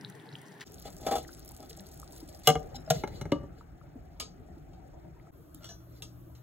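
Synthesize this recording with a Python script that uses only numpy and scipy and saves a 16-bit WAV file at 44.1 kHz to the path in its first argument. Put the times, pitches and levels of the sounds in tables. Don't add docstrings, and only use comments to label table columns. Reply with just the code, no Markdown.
import sys
import numpy as np
from scipy import signal
from scipy.fft import rfft, irfft, next_fast_len
from scipy.io import wavfile
from scipy.ndimage import uniform_filter1d

SR = 44100
rng = np.random.default_rng(int(sys.argv[2]) if len(sys.argv) > 2 else 0)


def wav_out(sig):
    wavfile.write(sys.argv[1], SR, np.round(np.clip(np.atleast_2d(sig).T, -1, 1) * 32767).astype(np.int16))


def ratio(d):
    e = np.asarray(d, float) / 20
    return 10 ** e


N = 283122
T = np.arange(N) / SR

# start_s, end_s
VIEWS = [
    (0, .643),
    (.643, 5.31),
    (5.31, 6.43),
]

# pitch_hz, likeness_0_to_1
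ALIKE = [(60, 1), (200, 0.53), (500, 0.17), (2000, 0.13), (3600, 0.4), (5000, .93), (8000, .997)]
# pitch_hz, likeness_0_to_1
ALIKE_FIRST = [(60, 1), (500, 0.75), (3000, 0.35), (5500, 0.064), (11000, 0.072), (13000, 0.3)]
# pitch_hz, phase_rad
LAG = [(0, 0), (1640, .3), (3400, .9), (5000, 3.14), (16000, 18.85)]
# pitch_hz, phase_rad
LAG_FIRST = [(0, 0), (4800, -.2), (7000, 2.4), (12500, 2.9), (16000, 5)]
# pitch_hz, level_db
LEAN = [(60, 0.5), (140, 2.5), (330, 0), (600, 3), (2700, 2.5), (5000, 2), (8500, 0)]
# pitch_hz, decay_s
KITCHEN_ECHO = [(100, 0.076), (500, 0.33), (2000, 0.12), (6000, 0.24), (15000, 0.037)]

# time_s, pitch_hz, level_db
FRIDGE = [
    (5.6, 119.3, -61.5),
    (6.03, 119.4, -53.5),
    (6.346, 119.6, -56.5),
    (6.42, 123, -56),
]
FLAME_HZ = [408, 155.6, 171]
FLAME_DB = [-60.5, -62.5, -64]
# pitch_hz, level_db (per Hz)
RUMBLE = [
    [(20, -50), (60, -36), (90, -24), (135, 13), (200, -11.5), (260, 0), (420, -9), (540, -15.5),
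     (830, -7.5), (1190, -17.5), (1850, -8.5), (2450, -23.5), (4000, -28.5), (6000, -54)],
    [(20, -12.5), (35, -9), (60, 8), (85, -2.5), (120, -1), (165, -0.5), (200, -15), (320, -6), (460, -20),
     (760, -12), (985, -33), (1250, -23.5), (2200, -32.5), (4500, -56)],
    [(20, -21), (35, -18), (60, 7.5), (85, -4.5), (120, -1.5), (165, 0), (200, -23), (320, -2.5),
     (430, -24.5), (600, -15), (960, -27.5), (1250, -22.5), (2030, -36), (4500, -40.5)],
]
# pitch_hz, level_db (per Hz)
HISS = [
    [(1500, -36), (3000, -1.5), (6000, -17), (10000, -8.5), (15500, -18), (16200, -34)],
    [(1500, -6.5), (3000, 2), (6000, 1.5), (10000, -5.5), (15500, 1.5), (16200, -19.5)],
    [(1500, -17), (3000, -7.5), (6000, -2), (10000, 23), (13000, 41), (15500, 34), (16200, -19.5)],
]

# time_s, change_db
VIGOUR = [
    [(0, -2.5), (.466, -1), (.643, -3)],
    [(.64, -4), (.82, -1.5), (1.01, 0), (1.93, -5), (2.44, -1), (2.94, -6.5), (3.13, -0.5), (3.93, -2.5),
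     (4.36, -0.5), (5.31, -3)],
    [(5.31, -1.5), (5.55, 1.5), (5.85, -1), (6.16, 3), (6.42, -1)],
]
RUMBLE_DB = [-50.5, -51, -56]
BOIL_DB = [-57.5, -58.5, -61.5]
FIZZ_DB = [-69.5, -59.5, -61]
# start_s, end_s
LID_DOWN_S = (2.44, 3.5)
# grip_s, hold_s, let_go_s, gone_s
HAND_S = (2.44, 2.67, 3.33, 3.618)
LID_BOIL_DB = -2.5

# low_hz, high_hz
BLOW_BANDS = [(90, 300), (300, 1100), (1100, 2600), (2600, 5000), (5000, 16000)]
# pitch_hz, level_db, decay_s
LID_EDGE = [(149, 2, .1), (457, -10, .12), (590, -9, .05), (750, -4, .06), (1205, -17, .07),
            (1575, -17, .04), (2075, -15, .04), (2150, -17, .06), (2890, -4, .05), (2955, -10, .04),
            (3320, -7, .035), (4015, -5, .013), (6120, -14, .016), (7110, -14, .02),
            (275, -9, .04), (1340, -15, .025), (3700, -17, .012), (4600, -15, .012), (5290, -10, .018),
           (6330, -13, .013), (6750, -17, .013), (8270, -18, .013)]
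# pitch_hz, level_db, decay_s
LID_FLAT = [(147, 5, 0.07), (475, -14, 0.13), (635.3, 3, 0.064), (724, -2, 0.049), (770, -7, 0.047),
            (1395, -12, 0.04), (1660, -21, 0.047), (2850, -36, .04), (3960, -38, 0.05),
            (5500, -13.5, 0.032), (6160, -19.5, 0.038), (7460, -19, 0.016)]
# pitch_hz, level_db, decay_s
LID_TILTED = [(150, 1.5, 0.027), (389, -9, 0.046), (580, -7, 0.05), (862, -3, .03), (1345, -4.5, 0.028),
              (1650, -10.5, 0.038), (2136, -4, 0.034), (2920, -18.5, 0.063), (4040, -15, 0.045),
              (6000, -22, 0.059)]
# pitch_hz, level_db, decay_s
RIM_CHINK = [(780, 3, .03), (3063, -10, 0.038), (3900, -8, 0.06), (4470, -9.5, .02), (5270, 9, 0.023),
             (6170, -7, .02), (7040, -2, 0.022)]
# pitch_hz, level_db, decay_s
LID_SEATED = [(147, 3, .06), (172, 1, .06), (290, -1, .05), (390, -8, .06), (567, -5, .055),
              (937, -12, .05), (1168, -21, .2), (1238, -20, .1), (1663, -26, .04), (2094, -16, .03),
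              (2918, -20, .035), (2925, -40, .25), (6180, -28, .025), (6900, -28, .02)]
# pitch_hz, level_db, decay_s
COUNTER = [(478, -3.5, 0.0183), (620.5, -12, 0.074), (722, -3, 0.028), (795.5, -13, 0.073),
           (1292, -22, 0.1), (2300, -19, 0.017), (3450, -22.5, 0.1), (7130, -24, 0.03)]
# pitch_hz, level_db, decay_s
GLASS = [(703, -7, 0.047), (1696, -3, 0.052), (2880, -6, 0.033), (4070, -6, 0.028), (5230, 0, .02),
         (5500, -12, .04), (7050, -7, 0.017)]
# pitch_hz, level_db, decay_s
JARS = [(614, -4, .03), (1370, 0, .03), (2920, -5, .02), (3410, -9, .04), (4360, -8, .018), (5640, -3, .02),
        (7600, -8, .018)]
# pitch_hz, level_db, decay_s
METAL = [(1250, 2.5, .08), (2210, -24, .1), (3330, -20, .05)]

# start_s, click_db, thud_db, ring_db
TICKS = [
    (4.198, -36, -60, -52),
    (4.731, -71.5, -60.5, -76),
    (5.543, -60, -49, -106),
    (6.021, -44.5, -55, -68),
    (6.35, -63.5, -65, -78),
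]
# start_s, click_db, thud_db, ring_db
GLASS_HITS = [
    (5.689, -56, -73, -60),
    (5.701, -64, -74, -62),
    (5.713, -71, -73, -63),
]
# start_s, click_db, thud_db, ring_db
JAR_HITS = [
    (5.605, -85, -76, -64.5),
    (5.621, -74, -70, -68),
    (5.631, -64, -70, -66.5),
    (5.642, -52.5, -70, -64),
    (5.652, -58, -70, -74),
    (5.803, -83, -78, -72),
]
# start_s, peak_db, pitch_hz, decay_s
CHIMES = [
    (5.648, -53, 3418, .33),
    (5.689, -51, 5970, .24),
    (5.655, -60, 5985, .1),
    (5.70, -63, 1518, .4),
    (5.55, -63, 3600, .12),
]

# strongest_s, level_db, rise_s, fall_s
RUBS = [
    (.872, -63.5, 0.037, 0.016),
    (1.068, -64, 0.04, 0.18),
    (2.47, -56.5, .035, .01),
    (2.761, -60, 0.019, 0.011),
    (2.945, -62.5, 0.057, 0.09),
    (3.16, -71, 0.09, 0.06),
    (3.595, -83, 0.069, 0.037),
    (5.626, -78, 0.024, .06),
    (5.974, -80, 0.1, 0.037),
]
# pitch_hz, level_db (per Hz)
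RUB_TONE = [(800, -17), (2200, -7.5), (3500, -8), (4500, 1), (6200, -5.5), (9000, -9), (15000, -10.5)]
# pitch_hz, boost_db
RUB_SINGS = [(2070, 11), (2940, 8), (3460, 10), (3990, 8), (4340, 4.4), (6160, 3.8), (7280, 8)]

# start_s, click_db, thud_db, ring_db
SPLASH = [
    (0.598, -52, -74, -76),
    (0.607, -39, -66, -75),
    (0.6143, -42.5, -64, -75),
    (.625, -49, -75, -72),
]
# start_s, click_db, thud_db, ring_db
DRAG_HITS = [(.8524, -42, -46.5, -51.5), (.8744, -48, -57, -50), (.997, -55, -62, -59.5),
             (1.013, -63, -51, -62), (1.029, -48, -52, -57), (1.047, -61, -66, -47.5),
             (1.064, -29, -38.5, -30), (1.0814, -40, -61, -33.5), (1.1101, -31, -40.5, -30.5),
             (1.117, -34, -47, -39), (1.1258, -37, -60, -31.5), (1.138, -40, -48, -40),
             (1.1527, -30, -55, -31), (1.161, -33, -45, -39), (1.1794, -35, -44.5, -43),
             (1.5943, -58, -49.5, -61), (1.6245, -50.5, -61, -53), (1.771, -62, -67, -66)]
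# start_s, click_db, thud_db, ring_db
EDGE_HITS = [
    (2.4724, -12.5, -35, -20),
    (2.4875, -25, -29, -23),
    (2.5005, -28, -36, -29),
    (2.5533, -46, -42, -29),
]
# start_s, click_db, thud_db, ring_db
CHINKS = [
    (2.744, -70, -59, -48.5),
    (2.755, -51, -72, -74),
    (2.762, -53, -68, -62),
    (2.862, -64, -77, -77),
]
# start_s, click_db, thud_db, ring_db
FLAT_HITS = [
    (2.8755, -62, -58, -42),
    (2.9014, -14.5, -26.5, -23.5),
    (2.9527, -46, -33, -47),
]
# start_s, click_db, thud_db, ring_db
TILT_HITS = [
    (3.0353, -37, -37, -32),
    (3.074, -37.5, -53, -49.5),
    (3.211, -31, -36, -45.5),
    (3.2527, -47, -35, -47),
]
# start_s, click_db, thud_db, ring_db
SEAT_HITS = [
    (3.318, -29, -30, -23.5),
    (3.354, -75, -44, -41.5),
    (3.3974, -81, -40.5, -49.5),
    (3.4298, -79, -44, -49.5),
]

# start_s, peak_db, pitch_hz
POPS = [
    (0.042, -42, 1520),
    (0.048, -26.5, 3800),
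    (0.124, -48, 3760),
    (0.199, -44, 3450),
    (0.29, -39.5, 3930),
    (0.3272, -41, 3950),
    (.354, -30.5, 3030),
    (0.6147, -31, 1826),
]
# start_s, peak_db, pitch_hz
PLOPS = [(1.249, -41.5, 1820), (1.803, -48, 1720), (1.51, -47, 900), (5.27, -48, 1200), (1.291, -37, 1390),
         (2.03, -36.5, 1170), (2.226, -35.5, 296), (3.61, -40.5, 1200), (3.813, -44.5, 1220),
         (3.955, -34, 241), (4.568, -41.5, 300), (5.198, -49.5, 2020), (6.0229, -26.5, 3500)]
# start_s, peak_db, pitch_hz
OPEN_POT_SNAPS = [(0.2219, -51, 5500), (0.2598, -51, 5650), (0.3064, -56, 4530), (0.3237, -53, 4520),
                  (0.3324, -54, 4520), (0.3641, -51, 6920), (0.39, -57, 8860), (0.4304, -55, 8780),
                  (0.4823, -46, 5590), (0.5252, -53, 9820), (0.5374, -54, 15100), (0.5544, -54, 15500),
                  (0.5811, -51, 4570),
                  (0.0106, -35.5, 6240), (0.099, -32.5, 8900), (0.416, -35, 9400), (0.72, -37, 10200),
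               (0.743, -33, 8000), (0.7977, -31, 11300), (.8219, -37, 11200), (1.394, -34.5, 11600),
               (1.4481, -32, 12100), (1.459, -33, 12700), (1.49, -30, 10500), (1.51, -36, 11900),
               (1.518, -30, 12700), (1.565, -32, 7240), (1.575, -39, 11100), (1.6958, -42, 5430),
               (1.717, -50, 5800), (1.7297, -32, 4200), (1.773, -32.5, 7300), (1.796, -31.5, 4850),
               (1.806, -32.5, 10500), (1.942, -34, 12700), (1.975, -35, 9400), (1.9988, -30.5, 8600),
               (2.017, -33, 7400), (2.077, -36.5, 5200), (2.29, -37, 4840), (2.327, -41, 5300),
                  (0.6774, -40, 4010), (0.9333, -41, 7150), (0.9664, -35, 6800), (1.0141, -41, 6370),
                (1.2316, -39, 7360), (1.2735, -42, 7330), (1.3144, -42, 7190), (1.3483, -32, 6150),
                (1.477, -37, 11300), (1.5479, -38, 7300), (1.6043, -41, 11000), (1.6282, -40, 6540),
                (1.709, -35, 3340), (1.8377, -56, 11300), (1.8881, -40, 7580), (1.9564, -47, 11600),
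                (2.1081, -43, 11100), (2.1234, -36, 11200), (2.1364, -50, 6460), (2.153, -45.5, 12400),
                (2.1684, -49, 7200), (2.1904, -49, 7920), (2.2034, -42, 11900), (2.2258, -45.5, 12000),
                (2.2334, -47, 11450), (2.2598, -47, 11660), (2.2777, -42.5, 6830), (2.3017, -44, 7570),
                (2.3404, -48.5, 3352), (2.373, -45.5, 12610), (2.3974, -48.5, 12200), (2.4184, -48, 3077)]
# start_s, peak_db, pitch_hz
LID_SNAPS = [
    (2.4507, -48, 6730),
    (4.398, -55, 10540),
    (5.546, -30, 14000),
    (5.546, -51, 6300),
    (6.34, -58, 13000),
]


def evened(x):
    return x / np.sqrt(np.mean(x ** 2) + 1e-20)


def read(points, hz):
    f, value = np.transpose(points)
    return np.interp(np.log(hz + 1), np.log(f + 1), value)


def add(mix, s, sound):
    part = mix[..., round(s * SR):][..., :sound.shape[-1]]
    part += sound[..., :part.shape[-1]]


def band(x, edges_hz):
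    return signal.sosfilt(signal.butter(2, edges_hz, "band", fs=SR, output="sos"), x)


def noise(size, length, gain, alike=ALIKE):
    hz = np.fft.rfftfreq(size, 1 / SR)[:, None]
    s = np.arange(4 * length // size + 5) * size / 4 / SR
    a, b, c, d = rng.standard_normal((len(s), len(hz), 4)).T
    like = np.clip(read(alike, hz), 0, 1)
    left = a + 1j * b
    right = like * left + np.sqrt(1 - like ** 2) * (c + 1j * d)
    z = np.array([left, right]) * gain(hz, s)
    return signal.istft(z, nperseg=size, noverlap=3 * size // 4)[1][:, :length]


def drift(shape, wide, long):
    z = rng.standard_normal(shape[::-1]).T
    return evened(uniform_filter1d(uniform_filter1d(z, wide, 0), long, 1))


def kitchen(x, wet_db):
    tail = noise(256, SR // 2, lambda hz, t: ratio(-60 * t / read(KITCHEN_ECHO, hz)))
    tail *= 1 - np.exp(-np.arange(SR // 2) / SR / 0.00073)
    echo = signal.fftconvolve(np.atleast_2d(x), tail / np.linalg.norm(tail[0]), axes=1)
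    return x + ratio(wet_db) * echo[:, :N]


def microphones(x, lag):
    size = next_fast_len(N + 2048)
    hz = np.fft.rfftfreq(size, 1 / SR)
    half = ratio(read(LEAN, hz) / 2) * np.exp(-.5j * np.interp(hz, *np.transpose(lag)))
    return irfft(rfft(x, size) * [half, 1 / half], size)[:, :N]


def controls(k):
    vigour = np.interp(T, *np.transpose(VIGOUR[k]))
    lid = np.interp(T, LID_DOWN_S, [0, 1])
    hand = np.interp(T, HAND_S, [0, 1, 1, 0])
    rumble_db = RUMBLE_DB[k] + vigour + 7.5 * hand
    boil_db = BOIL_DB[k] + 0.22 * vigour + LID_BOIL_DB * lid + 5 * hand
    fizz_db = FIZZ_DB[k] + 0.44 * vigour - 23.5 * lid
    return rumble_db, boil_db, fizz_db


def fridge_hum():
    s, hz, db = np.transpose(FRIDGE)
    turns = np.cumsum(np.interp(T, s, hz)) / SR
    return ratio(np.interp(T, s, db, -99) + 5) * np.sin(2 * np.pi * turns)


def burner_flame(k):
    wander = drift((1, N), 1, 4000)[0]
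    turns = np.cumsum(FLAME_HZ[k] + 4 * wander[::-1]) / SR
    return ratio(FLAME_DB[k] + wander) * np.sin(2 * np.pi * turns)


def burner_rumble(k, length, alike, rumble_db, boil_db):
    start, out = VIEWS[k][0], np.zeros((2, N))
    brighter_db = boil_db - BOIL_DB[k] - rumble_db + RUMBLE_DB[k] - LID_BOIL_DB * k / 2

    def gain(hz, t):
        uneven_db = 2.4 * drift((len(hz), len(t)), 8, 3)
        upper = np.clip(np.log2(hz / 180 + 0.00083), 0, 1)
        return ratio(read(RUMBLE[k], hz) + uneven_db + upper * np.interp(t + start, T, brighter_db))

    add(out, start, evened(noise(2048, length, gain, alike)))
    return out * ratio(rumble_db + [1.1, 2.2, 2.3][k])


def steam_hiss(k, length, alike, fizz_db):
    out = np.zeros((2, N))

    def gain(hz, t):
        return ratio(read(HISS[k], hz) + 2.5 * drift((len(hz), len(t)), 14, 10))

    add(out, VIEWS[k][0], evened(noise(256, length, gain, alike)))
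    return out * ratio(0.4 * (fizz_db + 91.5) + [-76, -79, -73][k])


def glass_chimes():
    out, t = np.zeros(N), np.arange(SR // 3) / SR
    for s, db, hz, t60 in CHIMES:
        fade = ratio(db - 60 * t / t60) * (1 - np.exp(-t / 0.0026))
        add(out, s, fade * np.sin(2 * np.pi * hz * t))
    return out


def blows(mix, rows, modes, crack_db, crack_s, top_db, rise_s, dull, mid_db, chatter=.22):
    t = np.arange(SR // 4) / SR
    for s, click_db, thud_db, ring_db in rows:
        band_db = [thud_db, *np.linspace(ring_db, click_db + top_db, 4) + [0, *mid_db, 0]]
        tune, turn, apart = rng.uniform(-1, 1, (len(modes), 3)).T
        ring = 0
        for (hz, db, t60), f, p, a in zip(modes, tune, turn, apart):
            step = [[0], [.1 * a * min(hz / 600, 1)]]
            fade = ratio(db + 3 * p - 60 * t / min(t60, .35))
            ring = ring + fade * np.sin(2 * np.pi * (hz * (1 + .004 * f) * t + .25 * p + step))
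        ring *= 1 + chatter * evened(uniform_filter1d(rng.standard_normal(len(t)), size=250))
        crack = signal.lfilter([1], [1, -min(dull, .95)], rng.standard_normal(len(t)))
        crack *= ratio(crack_db - 60 * t / crack_s)
        sound = (ring + crack) * (1 - np.exp(-t / rise_s)) * np.minimum(30 * (t[-1] - t), 1)
        for k, (edges, db) in enumerate(zip(BLOW_BANDS, band_db)):
            swell = 1 - np.exp(-t * edges[0] / 1.8)
            part = band(sound, edges) * swell
            add(mix, s, (-1) ** k * ratio(db) * part / np.sqrt(np.mean(part[:, :600] ** 2)))


def far_chinks():
    far = np.zeros((2, N))
    blows(far, GLASS_HITS, GLASS, crack_db=-2, crack_s=0.017, top_db=0.5, rise_s=0.0022, dull=0.81,
          mid_db=(-8, -3), chatter=0.048)
    blows(far, JAR_HITS, JARS, crack_db=-4, crack_s=0.02, top_db=-1.0, rise_s=0.003, dull=0.96,
          mid_db=(1.5, -1.5))
    blows(far, TICKS, METAL, crack_db=6.5, crack_s=0.027, top_db=-5.5, rise_s=0.0035, dull=0.92,
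          mid_db=(-6, 2.5))
    return far + glass_chimes()


def lid_rubbing():
    def gain(hz, t):
        sings = 1 + sum(ratio(db) / (1 + ((hz - f) / 60) ** 2) for f, db in RUB_SINGS)
        return sings * ratio(read(RUB_TONE, hz) + 3.5 * drift((len(hz), len(t)), 6, 7))

    grit, pressure = evened(noise(512, N, gain)), 0
    for s, db, rise, fall in RUBS:
        slide_db = np.interp(T, [s - rise, s, s + fall], [db - 18.5, db, db - 11], -140, -140)
        pressure = pressure + ratio(slide_db + 16)
    return grit * pressure


def lid_blows():
    near = np.zeros((2, N))
    blows(near, SPLASH, METAL, crack_db=39, crack_s=0.028, top_db=-12.5, rise_s=0.0013, dull=0.89,
          mid_db=(12, 4))
    blows(near, DRAG_HITS, COUNTER, crack_db=-17.5, crack_s=0.074, top_db=-12.0, rise_s=0.0023, dull=0.64,
          mid_db=(-12, -8))
    blows(near, EDGE_HITS, LID_EDGE, crack_db=-12.0, crack_s=0.035, top_db=-5.5, rise_s=0.00045,
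          dull=0.14, mid_db=(-4, -10))
    blows(near, CHINKS, RIM_CHINK, crack_db=-13.0, crack_s=0.02, top_db=-1.5, rise_s=0.0021, dull=0.4,
          mid_db=(-8, 3))
    blows(near, FLAT_HITS, LID_FLAT, crack_db=-16.5, crack_s=0.045, top_db=-15, rise_s=0.00073, dull=0.59,
          mid_db=(-5, -6))
    blows(near, TILT_HITS, LID_TILTED, crack_db=-13.0, crack_s=0.044, top_db=-17.5, rise_s=0.0011, dull=0.86,
          mid_db=(-3, -6))
    blows(near, SEAT_HITS, LID_SEATED, crack_db=-17.5, crack_s=0.026, top_db=-23.5, rise_s=0.00208, dull=1.0,
          mid_db=(-12, 4))
    return near


def bubble(hz, cycles, glide):
    u = np.arange(int(3 * cycles * SR / hz) + 4) * hz / SR
    tone = np.sin(2 * np.pi * u * (1 + glide * u / cycles))
    return tone * np.exp(-2.3 * u / cycles) * (1 - np.exp(-u / 1.2))


def fizz_snaps():
    out, t = np.zeros(N), np.arange(400) / SR
    when, size, pitch = rng.random((19, 3)).T
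    open_s = VIEWS[1][0]
    faint = zip(open_s + when * (LID_DOWN_S[0] - open_s), -49 + 7.5 * (2 * size - 1), 5000 + 8500 * pitch)
    for s, db, hz in OPEN_POT_SNAPS + LID_SNAPS + list(faint):
        spray = rng.standard_normal(len(t)) * np.exp(-t / .0016) * np.minimum(t / .0005, 1)
        snap = band(spray, [.68 * hz, min(1.5 * hz, 16000)])
        add(out, s, ratio(db - 5.5) * snap / abs(snap).max())
    return out


def big_bubbles():
    out = np.zeros(N)
    for s, db, hz in POPS:
        add(out, s, ratio(db + 3) * bubble(hz, cycles=8, glide=.03))
    for s, db, hz in PLOPS:
        add(out, s, ratio(db + 4) * bubble(hz, cycles=5, glide=.04))
    return out


def many_bubbles(pitches, per_s, spread_db, cycles, clump_db, clump):
    clumps = ratio(clump_db * drift((1, N), 1, clump)[0])
    hits = rng.random(N) < per_s / SR * clumps / clumps.mean()
    strength = ratio(spread_db * np.minimum(rng.exponential(1, N), 3))
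    size = hits * strength * rng.choice([-1, 1], N)
    kind, out = rng.integers(0, len(pitches), N), np.zeros(N)
    for k, hz in enumerate(pitches):
        tone = bubble(hz, cycles * (1 + k % 3 / 2), 0.082)
        out += signal.oaconvolve(size * (kind == k), tone)[:N]
    return evened(signal.sosfilt(signal.butter(2, .8 * pitches[0], "high", fs=SR, output="sos"), out))


def low_boil():
    return many_bubbles(np.geomspace(150, 900, 20), per_s=160, spread_db=6.5, cycles=5, clump_db=2, clump=900)


def fine_fizz():
    return many_bubbles(np.linspace(3600, 14500, 20), per_s=700, spread_db=4, cycles=2.2, clump_db=11,
                        clump=600)


def simmer(k, boil, fizz):
    rumble_db, boil_db, fizz_db = controls(k)
    alike = ALIKE if k else ALIKE_FIRST
    length = round((VIEWS[k][1] - VIEWS[k][0]) * SR)
    background = burner_rumble(k, length, alike, rumble_db, boil_db) + steam_hiss(k, length, alike, fizz_db)
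    bubbling = boil * ratio(boil_db + [-5, -4, -6][k])
    fizzing = fizz * ratio(fizz_db + [2.5, -.6, -8][k])
    return background + bubbling + fizzing + burner_flame(k)


def scene():
    events = fridge_hum() + kitchen(far_chinks(), -0.94) + lid_rubbing() + kitchen(lid_blows(), -13.0)
    events += kitchen(big_bubbles() + fizz_snaps(), -14)
    events = signal.lfilter(*signal.iirnotch(192, 4.5, SR), events)
    boil = kitchen(low_boil(), 1)
    fizz = kitchen(fine_fizz(), -9)
    out = np.zeros((2, N))
    for k, (start, end) in enumerate(VIEWS):
        view = microphones(simmer(k, boil, fizz) + events, LAG if k else LAG_FIRST)
        view = signal.sosfilt(signal.butter(4, [80, 24, 24][k], "high", fs=SR, output="sos"), view)
        fade_in = np.clip((T - start) / 0.026 + (k == 0), 0, 1)
        fade_out = np.clip((end - T) / 0.0018, 0, 1)
        out += view * fade_in * fade_out
    return out


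def top_cut(x):
    return signal.sosfilt(signal.butter(12, 17150, fs=SR, output="sos"), x)


def record(dry):
    dry = .9 * np.tanh(dry / .9)
    lowpass = signal.firwin(255, 15950, window=("kaiser", 7), fs=SR)
    limited = signal.oaconvolve(dry, lowpass[None], "same")
    return top_cut(limited)


dry = scene()
out = record(dry)
wav_out(out)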